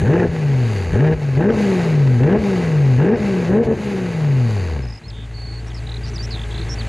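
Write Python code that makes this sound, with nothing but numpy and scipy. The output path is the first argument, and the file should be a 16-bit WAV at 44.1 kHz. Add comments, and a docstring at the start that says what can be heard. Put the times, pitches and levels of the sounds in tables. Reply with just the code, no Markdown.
"""An open car park, the microphone just behind the tailpipes of a standing V8 saloon, blipped six times.
Each blip barks as the firings ring the pipes; then the revs sink with a smooth boom from the exhaust's
resonances and a rush of gas. At last the engine catches itself at a low, lumpy idle with chattering
injectors, and a lark is heard singing overhead, slightly to the right."""
import sys
import numpy as np
from scipy import signal
from scipy.fft import rfft, irfft
from scipy.io import wavfile
from scipy.ndimage import uniform_filter1d, minimum_filter1d

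SR = 44100
rng = np.random.default_rng(int(sys.argv[2]) if len(sys.argv) > 2 else 0)


def wav_record(signal):
    """Record a signal, one row per channel, as 16-bit PCM in the file named by sys.argv[1]."""
    frames = np.transpose(np.atleast_2d(signal))
    bounded = np.clip(frames, -1, 1)
    # unit amplitude maps onto the largest positive 16-bit level
    quanta = np.round(bounded * 32767).astype(np.int16)
    wavfile.write(sys.argv[1], SR, quanta)


N = 303408
TIME = np.arange(N) / SR
MID_HZ = 150  # firing rate that the level slopes pivot on
CATCH_S, CATCH_FADE_S = 5.005, 0.25  # the revs bottom out; the idle fades in just ahead of that
SWELL_NOISE_DB, SWELL_BOOM_DB, SWELL_S = 11.5, 8.5, 2.1  # after the catch the level starts this much lower and rises


def undb(db):
    """Decibels to gain."""
    return 10 ** (np.asarray(db) / 20)


def noise():
    """White noise."""
    return rng.standard_normal(N)


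def bump(at_s, width_s):
    """A brief rounded swell of height 1."""
    return np.exp(-((TIME - at_s) / width_s) ** 2)


def near(hz, centre_hz, width_hz):
    """1 at the centre frequency, falling smoothly to 0 on either side."""
    return np.exp(-((hz - centre_hz) / width_hz) ** 2)


def smooth(x, seconds):
    """Rounded moving average."""
    size = max(int(seconds * SR), 1)
    return uniform_filter1d(uniform_filter1d(x, size), size)


def steady(x, band_hz=None):
    """Bring the running level of x, or of one band of it, to 1."""
    part = x
    if band_hz is not None:
        part = signal.sosfiltfilt(signal.butter(4, band_hz, "band", fs=SR, output="sos"), x)
    return x / np.sqrt(np.abs(smooth(part ** 2, .06)) + 1e-14)


def ring(x, modes):
    """Resonances (centre_hz, width_hz, level_db) side by side, each applied twice for steep skirts."""
    out = 0
    for k, (hz, width, db) in enumerate(modes):
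        b, a = signal.iirpeak(hz, hz / width, fs=SR)
        out = out + (-1) ** k * undb(db) * signal.lfilter(b, a, signal.lfilter(b, a, x))
    return out


def pan(x, left_db):
    """Place a sound between left and right."""
    return x * undb(left_db * np.array([[1], [-1]]) / 2)


def phrase(start, end, period, share, first_hz, middle_hz, last_hz, drift_hz, db):
    """A bird's pure whistle repeats one small curved pitch gesture while it swells and fades."""
    t = np.arange(max(int((end - start) * SR), 200)) / SR
    along = t * SR / len(t)
    note = t / period % 1 / min(share, 1)  # above 1 in the gaps between notes
    gesture = np.polyfit([0, .5, 1], [first_hz, middle_hz, last_hz], 2)
    hz = np.polyval(gesture, np.minimum(note, 1)) + drift_hz * along
    gate = smooth(1. * (note <= 1), 0.00044) * np.abs(np.sin(np.pi * along)) ** 0.17
    tone = undb(db) * np.sqrt(2) * gate * np.sin(2 * np.pi * np.cumsum(smooth(hz, 0.00092)) / SR)
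    return np.pad(tone, (int(start * SR), N))[:N]


# Single slurred notes: start_s, end_s, first_hz, middle_hz, last_hz, level_db
LARK_SLURS = [(4.823, 4.857, 5330, 5100, 5130, -48), (5.037, 5.073, 3970, 4296, 4300, -47),
              (5.081, 5.094, 5116, 5200, 5200, -40.5), (5.099, 5.109, 5330, 4500, 3050, -40),
              (5.744, 5.757, 5730, 5210, 5000, -40.5), (6.034, 6.058, 4650, 4850, 4240, -39),
              (6.138, 6.157, 6226, 5860, 5917, -42), (6.158, 6.172, 5630, 4870, 4930, -33.5),
              (6.18, 6.184, 3300, 3880, 4500, -35), (6.189, 6.221, 4540, 4630, 4620, -34),
              (6.784, 6.823, 4500, 4380, 2900, -35)]
# Trills: start_s, end_s, period_s, sounding_share, first_hz, middle_hz, last_hz, drift_hz, level_db
LARK_TRILLS = [ (4.873, 4.990, .0252, .62, 5200, 4970, 5550, 0, -44),
               (5.126, 5.256, 0.013, 0.8, 3620, 3550, 2900, 18, -45),
               (5.338, 5.606, .0277, 1, 4270, 4510, 4140, 0, -41.5),
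               (5.67, 5.695, 0.011, 0.49, 5210, 5700, 5500, -2, -46),
               (5.702, 5.725, 0.014, 0.45, 4024, 3646, 3390, -600, -43),
               (5.763, 5.796, .009, 0.8, 5650, 5130, 4430, -800, -42.5),
               (5.868, 5.99, .0245, 0.28, 3400, 4040, 3394, 164, -34.5),
               (6.055, 6.102, 0.0082, 0.64, 5730, 4630, 3400, 900, -40),
               (6.226, 6.26, .0081, .7, 6000, 5100, 5360, 264, -34),
               (6.306, 6.364, .0105, 0.8, 5360, 4700, 4540, -1200, -32.5),
               (6.371, 6.457, .022, 0.22, 2940, 3650, 3012, 0, -33.5),
               (6.508, 6.65, 0.035, 0.29, 4150, 3470, 3107, 552, -36),
               (6.519, 6.639, 0.036, 0.31, 3970, 3740, 3050, 496, -38),
               (6.693, 6.747, .011, .79, 5660, 5270, 5820, 152, -32)]
def lark():
    """Above the car park a lark whistles trills, and slurs that make their gesture only once."""
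    slurs = sum(phrase(start, end, end - start, 1, *pitches, 0, db)
                for start, end, *pitches, db in LARK_SLURS)
    return slurs + sum(phrase(*row) for row in LARK_TRILLS)


# Thin whine of the fuel system: centre_hz, width_hz, level_db
FUEL_WHINE = [(8720, 190, -4), (9130, 100, -1)]
def injection(turns):
    """Injectors chatter softly; the fuel system whines, differently in each channel."""
    beat = 1 + 0.23 * np.cos(2 * np.pi * turns / 4)
    chatter = beat * steady(ring(noise(), [(7650, 450, 0.25), (3330, 1900, 1)]))
    whine = np.array([steady(ring(noise(), FUEL_WHINE)) for _ in range(2)])
    return undb(6.0) * chatter + undb(-1.5) * whine


def whistle(turns, hz, throttle):
    """As the revs sink with the throttle shut, each slow chuff of gas whistles faintly."""
    chuffs = noise() * undb(-12 * (turns % 1))
    return undb(-47) * near(hz, 100, 25) * (1 - throttle) * steady(ring(chuffs, [(4600, 380, 0)]))


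# Standing waves in the tailpipes: centre_hz, width_hz, lift_db
TAILPIPE_WAVES = [(817, 140, 3.5), (1117, 53, 4), (1287, 36, 6), (1553, 78, 1), (1700, 68, 3.5),
                  (1900, 124, 3), (2520, 110, 0.5), (3310, 310, -4.5), (3790, 100, 2), (4800, 110, 4)]
def tailpipes(x, spectrum):
    """Gas noise takes on the given spectrum and the standing waves of the tailpipes."""
    hz, db = np.transpose(spectrum)
    freqs = np.maximum(np.arange(N // 2 + 1) * SR / N, 1)
    spectrum_db = np.interp(np.log(freqs), np.log(hz), db)
    waves_db = sum(lift * near(freqs, centre, width) for centre, width, lift in TAILPIPE_WAVES)
    bass_rolloff = np.minimum(freqs / hz[0], 1) ** 2
    return irfft(rfft(x) * undb(spectrum_db + waves_db) * bass_rolloff, N)


# Hiss at the tailpipes: frequency_hz, level_db
RUSH_SPECTRUM = [(2000, 11.5), (3200, 7), (3900, 2.5), (4600, 4.5), (5100, -27), (5700, -5.5), (6400, 4.5),
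                 (7100, 0), (8000, -10), (9000, -7.5), (10000, -9.5), (11500, -11)]
def rush(turns, pulsing_db):
    """The tailpipes hiss, pulsing with each firing, slightly different in each channel."""
    shared = noise()
    pulse = undb(-pulsing_db * (turns % 1))
    sides = [tailpipes((shared + 0.037 * noise()) * pulse, RUSH_SPECTRUM) for _ in range(2)]
    return np.array([steady(x, band_hz=(6500, 11000)) for x in sides])


# Gas at the tailpipes, throttle open: frequency_hz, level_db
PUFF_SPECTRUM = [(400, -36), (800, 1.5), (1080, -6.5), (1300, -5.5), (1600, 4), (2000, -4), (2600, -6.5),
                 (3300, -16.5), (4200, -23), (5500, -26.5), (7000, -33), (11000, -56)]
# The same, throttle shut: frequency_hz, level_db
FLOW_SPECTRUM = [(300, -3.5), (800, 3.5), (1300, -4.5), (1600, 2.5), (1800, -6), (2000, 1), (2700, -3),
                 (3300, -12), (4500, -12), (5600, -17.5), (11000, -45)]
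def gas(turns, throttle, sharp_db, scatter_db, coast_db):
    """Close to the microphone, gas leaves in sharp puffs under load and pulses softly when coasting."""
    size_db = scatter_db * rng.standard_normal(N // 100)[turns.astype(int)]
    age = turns % 1
    puffs = steady(tailpipes(noise() * undb(size_db - sharp_db * age), PUFF_SPECTRUM), (1300, 3000))
    flow = steady(tailpipes(noise() * undb(size_db / 2 - coast_db * age), FLOW_SPECTRUM), (1300, 3000))
    return np.sqrt(throttle) * puffs + np.sqrt(1 - throttle) * flow


# Engine speed: time_s, firing_hz
REVS = [(0,67.6),(.07,112.9),(.11,149.1),(.15,172.1),(.21,176),(.36,159.7),(.61,124.2),(.92,75.8),(.98,114.3),(1.02,143.4),(1.05,155.3),(1.13,157.9),(1.23,147),(1.36,127.9),(1.44,184.5),(1.51,232),(1.56,214.9),(1.68,196.6),(1.82,170.6),(1.97,147.9),(2.19,115.9),(2.25,141.1),(2.33,198.6),(2.38,224.7),(2.43,206.7),(2.64,166.7),(2.81,143.8),(2.97,120.5),(3.05,168.4),(3.14,240.3),(3.16,236.8),(3.21,210.5),(3.47,164.9),(3.61,237.7),(3.69,221),(3.74,226.5),(3.79,215.6),(4.07,176.5),(4.28,144.4),(4.47,115.1),(4.64,89.4),(4.87,58.4),(5.02,50.28),(5.2,56),(5.98,58.04),(6.4,55.65),(6.88,55.2)]
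def engine_speed():
    """The firing rate in Hz leaps with each blip, sinks and settles at idle."""
    return smooth(np.interp(TIME, *np.transpose(REVS)), 0.0066)


# Throttle blips: opens_s, shuts_s, boom_db, bark_db, gas_db, thud_db, lull_db, gush_db
BLIPS = [(0, 0.271, -1, 1.1, 0.9, 2.5, -6.5, -2), (0.921, 1.142, 1, 3, 3, 1, -10.5, -4.5),
         (1.37, 1.52, -1.5, 0.5, 0.5, -1, 4, 5.5), (2.2, 2.375, 0.5, 2.2, 1, -1.5, 0.5, 1.5),
         (2.98, 3.159, 0.5, 0.5, 1.5, -3, -0.5, 0.5), (3.491, 3.637, -4, -2, -6, -8, -4, 7),
         (3.665, 3.741, -11, -6.5, -11, -12, -8.5, -.5)]
def pedal(travel_s=0.024, lull_s=0.51, gush_lag_s=0.17):
    """Throttle opening 0-1, then the latest blip's boom, bark, gas, lull and gush offsets in dB."""
    rows = np.array(BLIPS)
    latest = np.maximum(np.searchsorted(rows[:, 0], TIME, side="right") - 1, 0)
    _, shuts, boom_db, bark_db, gas_db, _, lull_db, gush_db = rows[latest].T
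    lull_db = lull_db * np.exp(-np.maximum(TIME - shuts, 0) / lull_s)  # fades as the engine coasts
    gush_db = gush_db * bump(shuts + gush_lag_s, 0.19)  # trapped air gushes out after shutting
    throttle = np.clip(smooth(1. * (TIME < shuts), travel_s), 0, 1)
    return [throttle] + [smooth(db, travel_s) for db in (boom_db, bark_db, gas_db, lull_db, gush_db)]


def cuts():
    """Rises to 1 just after each shutting of the throttle, where boom, gas and hiss dip."""
    return sum(bump(shuts + 0.024, width_s=0.037) for _, shuts, *_ in BLIPS)


def idle_lack():
    """Falls from 1 to 0 as the level after the catch rises."""
    return np.clip(1 - (TIME - CATCH_S) / SWELL_S, 0, 1)


def lope(turns, idle):
    """The idle throbs once in every eight firings: its swing in dB."""
    return 0.5 * idle * np.cos(2 * np.pi * turns / 8)


def blend(shut_db, open_db, idle_db, throttle, idle):
    """Pass between the levels of coasting, pulling and idling."""
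    return (1 - idle) * ((1 - throttle) * shut_db + throttle * open_db) + idle * idle_db


# Levels about MID_HZ: coast_db, coast_db_per_octave, load_db, load_db_per_octave, idle_db
BARK_LAW = (-33, 5, -22, 11, -42.5)
GAS_LAW = (-35.5, 4, -26.5, 9, -40.5)
HISS_LAW = (-52.5, 3.5, -50.5, -2.5, -54.5)
def loudness(law, hz, throttle, idle, shut_db, open_db):
    """Level of a noisy part in dB: it follows speed by one slope when coasting, another under load."""
    coast_db, coast_slope, load_db, load_slope, idle_db = law
    octaves = np.log2(hz / MID_HZ)
    coasting = coast_db + coast_slope * octaves + shut_db
    pulling = load_db + load_slope * octaves + open_db
    idling = idle_db - SWELL_NOISE_DB * idle_lack()
    sink_db = -2 * bump(CATCH_S - 0.55, width_s=0.81)  # the noise sags ahead of the lowest revs
    return blend(coasting, pulling, idling, throttle, idle) + sink_db


def firings(turns, scatter, lumpy):
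    """One kick per firing: how much it departs from the mean, by cylinder and by chance."""
    at = np.flatnonzero(np.diff(np.floor(turns)))
    cylinders = np.array([1, -1, 1, 1, -1, 1, -1, -1])  # the two banks fire unevenly
    chance = rng.standard_normal(N // 100)[:len(at)]
    kicks = np.zeros(N)
    kicks[at] = scatter * chance + lumpy * cylinders[np.arange(len(at)) % 8]
    return kicks


# Resonances of the silencer: centre_hz, width_hz, level_db
SILENCER_MODES = [(72, 41, -11.5), (87, 12, -6.5), (107.3, 35, -3), (138.5, 92, -5.5)]
def burble(turns, hz, bark_db, throttle, idle, thud_s=0.031, lag_s=0.008):
    """Uneven firings rumble in the silencer, more at high revs, and thud whenever the throttle moves."""
    rumble_db = -28.5 + 0.51 * (bark_db + 36) + 2.2 * throttle - 0.84 * idle
    rumble_db += 1.886 * np.log2(hz / MID_HZ)
    thuds = undb(-37) * bump(5.09, thud_s)  # the first firm firing of the idle
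    for opens, shuts, _, _, _, thud_db, *_ in BLIPS:
        thuds += undb(thud_db - 17.5) * bump(opens + lag_s, thud_s)
        thuds += undb(thud_db - 22) * bump(shuts + lag_s, thud_s)
    rumble = steady(ring(firings(turns, scatter=0.88, lumpy=0.51), SILENCER_MODES))
    thump = steady(ring(firings(turns, scatter=1, lumpy=0.13), [(68.5, 67, 0)]))
    return undb(rumble_db) * rumble + thuds * thump


# The exhaust's answer to speed: firing_hz, line_shut_db, line_open_db, octave_shut_db, octave_open_db
EXHAUST_RESPONSE = [(58.7, -19, -34, -19.5, -21), (80, -19.5, -13.5, -37.5, -16),
                    (108, -16, -11, -27, -17.5), (117.98, -10.5, -9, -20.5, -26),
                    (129.93, -9, -4.5, -25, -10.5), (145.82, -9.5, -2.5, -38.5, -32),
                    (169, -20.5, -10, -50, -6), (174, -17.5, -11.5, -27, -18),
                    (194.4, -17, -4.5, -19.5, -13), (206.5, -16, -4, -29, -7), (238, -34, -3.5, -30, -1.5)]
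def boom(turns, hz, throttle, idle, push_db, lull_db):
    """The firing line and its octave swell and sink as the revs sweep the exhaust's resonances."""
    rates, *columns = np.transpose(EXHAUST_RESPONSE)
    line_shut, line_open, octave_shut, octave_open = (np.interp(hz, rates, c) for c in columns)
    lack_db = SWELL_BOOM_DB * idle_lack() ** 2
    line_db = blend(line_shut + lull_db, line_open + push_db, -25.5 - lack_db, throttle, idle)
    octave_db = blend(octave_shut + lull_db, octave_open + 0.75 * push_db, -28.5 - 0.94 * lack_db,
                      throttle, idle)
    line = undb(line_db) * np.cos(2 * np.pi * turns)
    octave = undb(octave_db + lope(turns, idle)) * np.cos(4 * np.pi * turns)
    stall_db = -20 * bump(CATCH_S, width_s=0.051)  # the boom all but stops at the lowest revs
    return -np.sqrt(2) * undb(stall_db - 2 * cuts()) * (line + octave)


# Resonances of the exhaust when revving: centre_hz, width_hz, level_db
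BARK_MODES = [(228.7, 82, 0.5), (353, 79, -2), (404, 55, 2), (475, 70, 0.8), (602.4, 73, -6),
              (688.4, 39, -14), (805, 146, -13), (1060, 270, -26.5)]
# The same at idle: centre_hz, width_hz, level_db
PUTTER_MODES = [(79.5, 31.1, 16), (133, 74, 8), (226, 44.4, 6.5), (283, 37, 2.5), (341.1, 33, 6.5),
                (411, 39, 5.5), (451, 54, 1), (568, 89, -5), (657, 112, -12.5), (830.2, 95, -20)]
def bark(turns, hz, throttle, idle):
    """Firings ring the pipes with overtones, uneven kicks and turbulence; at idle they only putter."""
    overtones = sum(np.cos(2 * np.pi * k * turns) for k in range(3, 15)) * 2 * hz / SR
    swirl = noise() * np.sqrt(hz / SR)
    revving = (.5 + .5 * throttle) * overtones + firings(turns, scatter=0.47, lumpy=0.45) + 0.67 * swirl
    idling = 0.51 * overtones + firings(turns, scatter=0.47, lumpy=0.12) + 0.99 * swirl
    pipes = steady(ring(revving, BARK_MODES), band_hz=(490, 1000))
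    putter = steady(ring(idling, PUTTER_MODES), band_hz=(490, 1000))
    return np.sqrt(1 - idle) * pipes + np.sqrt(idle) * undb(-4.5) * putter


def scene():
    """Speed and throttle drive the exhaust, close up and just left of centre; the lark is to the right."""
    hz = engine_speed()
    turns = np.cumsum(hz) / SR  # firings so far
    throttle, boom_push, bark_push, gas_push, lull_db, gush_db = pedal()
    idle = np.clip((TIME - CATCH_S) / CATCH_FADE_S + 1, 0, 1)
    slow = near(hz, 104, 23)  # slow coasting strokes blow harder
    chuff = near(hz, 70, 40) * (1 - idle)  # at the foot of a run-down the strokes stand apart
    bark_db = loudness(BARK_LAW, hz, throttle, idle, 0.77 * lull_db, bark_push)
    gas_shut_db = 0.5 * lull_db + 0.17 * gush_db + 0.6 * slow
    gas_db = loudness(GAS_LAW, hz, throttle, idle, gas_shut_db, gas_push) - 4 * cuts()
    hiss_db = loudness(HISS_LAW, hz, throttle, idle, gush_db + 4.5 * slow, 0) - 5 * cuts()
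    hiss_db += 0.73 * lope(turns, idle)
    low = boom(turns, hz, throttle, idle, boom_push, lull_db) + burble(turns, hz, bark_db, throttle, idle)
    pipes = undb(bark_db) * bark(turns, hz, throttle, idle)
    puffs = undb(gas_db) * gas(turns, throttle, sharp_db=11.5, scatter_db=3, coast_db=5 + 6.8 * chuff)
    hiss = undb(hiss_db) * (rush(turns, pulsing_db=4 + 5.8 * chuff) + idle * injection(turns))
    car = pan(low, 1.5 - .5 * idle) + pan(pipes, 1) + pan(puffs, 0.3) + hiss
    return car + whistle(turns, hz, throttle) + pan(lark(), -3)


def record(dry):
    """The microphone loses the deepest bass, a fast gain control ducks loud moments, the top is cut."""
    bottom_hz, top_hz, ceiling, hold_s = 24, 11800, 0.64, 0.025
    thin = signal.sosfilt(signal.butter(2, bottom_hz, "high", fs=SR, output="sos"), dry)
    allowed = 1 / np.hypot(1, np.abs(thin).max(axis=0) / ceiling)
    held = minimum_filter1d(allowed, size=int(hold_s * SR))
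    limited = thin * smooth(held, .008)
    return signal.sosfilt(signal.ellip(10, .2, 80, top_hz, fs=SR, output="sos"), limited)


dry = scene()
out = record(dry)
wav_record(out)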